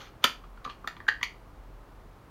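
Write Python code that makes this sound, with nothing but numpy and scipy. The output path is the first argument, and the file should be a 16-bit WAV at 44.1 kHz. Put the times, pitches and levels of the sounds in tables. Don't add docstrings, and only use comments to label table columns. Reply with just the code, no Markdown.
import sys
import numpy as np
from scipy import signal
from scipy.fft import rfft, irfft
from scipy.io import wavfile

SR = 44100
rng = np.random.default_rng(int(sys.argv[2]) if len(sys.argv) > 2 else 0)


def digitize_waveform(pressure):
    field = np.atleast_2d(pressure).T
    bounded = np.clip(field, -1, 1)
    quanta = np.round(bounded * 32767).astype(np.int16)
    wavfile.write(sys.argv[1], SR, quanta)


N = 101429
T = np.arange(N) / SR
RING_T = T[:SR // 2]

# start in seconds, steel level in dB, steel treble
# tilt in dB per octave, favoured steel pitch in Hz, spring level in dB, shell level in dB,
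# shell pitch in Hz, shell fade time in seconds, arm knock level in dB, thud level in dB.
CONTACTS = [ (0.2404, -17, 3.5, 3660, -42, -28, 1230, 0.018, -26, -28),
            (0.2421, -13.5, 2, 3610, -41.5, -27, 2300, 0.014, -37, -24.5),
            (0.2433, -28, 1, 3800, -32, -8, 1255, 0.017, -27, -19),
            (0.2460, -27, 3, 3900, -54, -19, 1060, 0.012, -44, -27),
            (0.2487, -35, -7, 4500, -44, -20.5, 1750, 0.03, -45, -58),
            (0.438, -69.5, -3, 3500, -65, -41, 1190, 0.02, -55, -68.5),
            (0.574, -60, -8, 2190, -70, -42.5, 1370, 0.025, -62, -61),
            (0.6441, -50, -2.5, 4500, -56, -43, 1820, .015, -68, -55),
            (0.6488, -38, -4, 3700, -64, -52, 1260, 0.012, -57, -50),
            (0.6505, -47, -4, 5700, -73, -26.5, 1192, 0.021, -50, -70),
            (0.6607, -58, -12, 3700, -78, -25, 1185, 0.018, -42, -34.5),
            (0.6760, -69, -7.5, 2900, -64, -27, 1150, 0.016, -52, -41.5),
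            (0.6932, -54, -10, 3180, -55, -45, 1230, .015, -61, -66),
            (0.6983, -40.5, -14, 3010, -52, -26, 1170, 0.014, -47, -64),
            (0.843, -76.5, -3.5, 3000, -66.5, -29, 1180, 0.02, -47, -39.5),
            (0.8743, -36, 4.5, 3850, -51, -16.5, 1776, 0.0086, -49, -44.5),
            (0.8757, -32.5, -22, 3800, -55, -18.5, 1290, 0.012, -43, -42.5),
            (0.9662, -51.5, -9, 3300, -65, -29.5, 1810, 0.0077, -41, -59),
            (1.0022, -50, -10, 2000, -67, -23.5, 1750, 0.0072, -40, -50),
            (1.067, -69, -3.5, 2080, -73, -32, 1580, 0.009, -55, -69),
            (1.0800, -44, -1, 6900, -56, -19, 1672, 0.018, -47, -57),
            (1.083, -29.5, -5, 4200, -54, -12, 1650, 0.018, -34, -44),
            (1.0857, -27.5, -13, 2980, -50, -6, 1743, 0.011, -37, -33.5),
            (1.0879, -26.5, -4, 2110, -52, -7, 1762, 0.0083, -38, -40),
            (1.2116, -52, -6, 2100, -55, -34.5, 1880, 0.032, -37, -54),
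            (1.2292, -29.5, -3, 6400, -46, -13.5, 1956, 0.009, -31, -49),
            (1.2303, -29, 2, 3080, -60, -8.5, 2154, 0.0075, -37.5, -41),
            (1.2365, -31.5, 0, 4600, -67, -44, 2230, 0.017, -46, -71), ]
# pitch in Hz, level in dB, fade time in seconds.
CHANNEL_TONES = [(2256, -5, 0.013), (2823, -6.5, 0.013), (3090, -9.5, 0.019), (3519, -5, 0.014),
                 (3900, -7, 0.012), (4532, -12, 0.016), (6160, -10, 0.009), (7200, -15.5, .008),
                 (13950, -17.5, 0.0124)]
SPRING_TONES = [(1287.5, -3.5, .13), (1725, -6, .11), (2014, -4.5, 0.15), (2455, -5, .17),
                (2875, -2.5, 0.17), (3290, -2, 0.15), (3748, -13, 0.12), (4312, -9, 0.13)]
KNOCK_TONES = [(861, -10.5, .018), (976, -2, 0.029), (1095, -1, 0.025), (1183, -5, 0.058),
               (1517, -14, 0.045)]
THUD_TONES = [(170.2, -9, 0.055), (245, -9, 0.058), (450.4, -4, 0.027), (559, -2.5, 0.014),
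              (733, -8, 0.011)]
# multiple of its pitch, level in dB, multiple of its fade time.
SHELL_TONES = [(0.499, -23, 1.1), (.68, -11.5, 1.0), (.9, -9, 1.1), (1.002, 1.5, 1.0), (1.072, -6, 1.2),
               (1.219, -13.5, 1.0), (1.47, -26, .9)]
# frequency in Hz, relative level in dB.
CRACK_COLOUR = [(300, -13), (1000, 2), (2000, -1), (2600, -4.5), (3200, 3.5), (4550, 0), (5200, -9),
                (6400, -4.5), (7400, -7.5), (8000, -22), (9100, -13.5), (11000, -19), (14100, -16),
                (16000, -40.5)]
COIL_COLOUR = [(500, -14), (1200, -2), (3200, 3), (4600, -6.5), (7000, -14.5), (12000, -28)]
SLIDE_COLOUR = [(1000, 3.5), (2000, 3.5), (4000, -5.5), (5200, -12), (6200, -2), (8200, -33),
                (10800, -37.5), (11700, -11), (13000, -31)]
ROOM_COLOUR = [(100, -2), (400, 0.5), (1000, -2.5), (2000, 0.5), (2700, 2.5), (3600, -5.5), (4600, 5),
               (7000, -1.5), (10000, -0.5), (15000, -5)]
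BACKGROUND_COLOUR = [(15, -31.5), (28, -7.5), (50, -5), (70, -15), (100, -10.5), (190, -19), (310, -18.5),
                     (560, -22.5), (1150, -23), (1800, -32.5), (3260, -40.5), (8000, -50.5), (15500, -50)]
# time in seconds, level in dB.
SLIDE_LEVELS = [(0, -46.5), (.02, -47), (.05, -53), (.085, -57), (.11, -79), (.205, -84.5), (.22, -62.5),
                (.238, -41), (.245, -83)]
RUMBLE_LEVELS = [(0, -74), (.3, -59.5), (.62, -50.5), (.85, -67.5), (1.25, -54), (1.4, -59), (1.58, -44),
                 (1.9, -57), (2.15, -50.5), (2.3, -62)]
# delay in seconds, level in dB.
NEAR_ECHOES = [(.0072, -21.5), (0.0113, -22.5), (0.0159, -25)]


def clicks():
    out = np.zeros(N)
    for (start, steel_db, tilt_db, focus_hz, spring_db,
         shell_db, shell_hz, shell_fade_s, knock_db, thud_db) in CONTACTS:
        metal = undb(steel_db) * steel(tilt_db, focus_hz) + undb(spring_db) * spring()
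        plastic = undb(shell_db) * shell(shell_hz, shell_fade_s)
        body = undb(knock_db) * ring(KNOCK_TONES) + undb(thud_db) * ring(THUD_TONES)
        add(out, start, rise(seconds=0.00031) * metal + plastic + rise(seconds=0.00085) * body)
    return out


def steel(tilt_db, focus_hz, tilt_from_hz=3730, focus_db=10.5, focus_octaves=0.12):
    def boost_db(hz):
        tilt = tilt_db * np.log2(max(hz / tilt_from_hz, 1))
        focus = focus_db * np.exp(-0.5 * (np.log2(hz / focus_hz) / focus_octaves) ** 2)
        return tilt + focus

    colour = [(hz, db + boost_db(hz)) for hz, db in CRACK_COLOUR]
    crack = undb(1) * noise(colour, len(RING_T)) * fade(seconds=0.01787)
    tones = [(hz, db + boost_db(hz), fade_s) for hz, db, fade_s in CHANNEL_TONES]
    return ring(tones) + crack


def spring():
    tones = ring(SPRING_TONES)
    rustle = undb(-0.5) * noise(COIL_COLOUR, len(RING_T)) * fade(seconds=0.13)
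    return tones + rustle


def shell(hz, fade_s, buzz_db=-9, buzz_octaves=0.24):
    band = [(hz * 2 ** octave, -20 * np.log10(1 + abs(octave / buzz_octaves) ** 3))
            for octave in np.linspace(-4, 4, 65)]
    buzz = undb(buzz_db) * noise(band, len(RING_T)) * fade(1.3 * fade_s)
    tones = ring([(hz * ratio, db, fade_s * length) for ratio, db, length in SHELL_TONES])
    return rise(seconds=0.0007) * (tones + buzz)


def slide(catches_per_s=800):
    catches = (rng.random(N) < catches_per_s / SR) * rng.standard_normal(N)
    metal = steel(tilt_db=-6, focus_hz=3647) + undb(-11.5) * spring()
    plastic = undb(9) * shell(hz=1255, fade_s=0.029)
    scrape = unit(signal.fftconvolve(catches, metal + plastic)[:N])
    hiss = undb(-3.5) * noise(SLIDE_COLOUR, N)
    return (scrape + hiss) * swell(SLIDE_LEVELS)


def ring(tones, detune=0.00558):
    out = 0
    for k, (hz, db, fade_s) in enumerate(tones):
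        pitch = hz * (1 + detune * rng.standard_normal())
        wave = (-1) ** k * np.sin(2 * np.pi * pitch * RING_T)
        out = out + undb(db) * fade(fade_s) * wave
    return out


def room(sound, split_hz=3500, gap_s=0.004, tail_db=-7.5):
    wash = coloured(even_noise(), ROOM_COLOUR)
    low = signal.sosfiltfilt(signal.butter(2, split_hz, fs=SR, output="sos"), wash)
    treble = wash - low
    tail = (low * fade(seconds=0.245) + treble * fade(seconds=0.23)) * rise(seconds=0.0011)
    echoes = np.zeros(len(RING_T))
    add(echoes, gap_s, undb(tail_db) * tail / np.linalg.norm(tail))
    for delay, db in NEAR_ECHOES:
        add(echoes, delay, undb([db]))
    return sound + signal.fftconvolve(sound, echoes)[:N]


def even_noise(size=1024, passes=4):
    x = rng.standard_normal(len(RING_T))
    for _ in range(passes):
        cells = signal.stft(x, nperseg=size)[2]
        levelled = np.exp(1j * np.angle(cells))
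        x = signal.istft(levelled, nperseg=size)[1][:len(RING_T)]
    return x


def background(hiss_db=-52, rumble_hz=42, width_hz=12):
    hz = np.fft.rfftfreq(N, 1 / SR)
    band = 1 / (1 + (2 * (hz - rumble_hz) / width_hz) ** 2)
    rumble = unit(irfft(rfft(rng.standard_normal(N)) * band, N))
    return undb(hiss_db) * noise(BACKGROUND_COLOUR, N) + rumble * swell(RUMBLE_LEVELS)


def undb(db):
    return 10 ** (np.asarray(db) / 20)


def unit(x):
    return x / np.sqrt(np.mean(x ** 2))


def fade(seconds):
    return np.exp(-np.log(1000) * RING_T / max(seconds, 1e-3))


def rise(seconds):
    return 1 - np.exp(-RING_T / max(seconds, 1e-5))


def swell(levels):
    return undb(np.interp(T, *np.array(levels).T))


def add(out, start, sound):
    i = max(int(round(start * SR)), 0)
    out[i:i + len(sound)] += sound[:len(out) - i]


def noise(colour, size):
    return coloured(rng.standard_normal(size), colour)


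def coloured(x, colour):
    hz, db = np.array(colour).T
    frequencies = np.maximum(np.fft.rfftfreq(len(x), 1 / SR), 1)
    gain = undb(np.interp(np.log(frequencies), np.log(hz), db))
    return unit(irfft(rfft(x) * gain, len(x)))


def microphone_port(sound, dip_hz=7830):
    return signal.lfilter(*signal.iirnotch(dip_hz, Q=18, fs=SR), sound)


def scene():
    stapler = room(clicks() + slide())
    return (microphone_port(stapler) + background())[None]


def record(dry, top_hz=15900):
    return signal.sosfilt(signal.ellip(10, 0.2, 70, top_hz, fs=SR, output="sos"), dry)


dry = scene()
out = record(dry)
digitize_waveform(out)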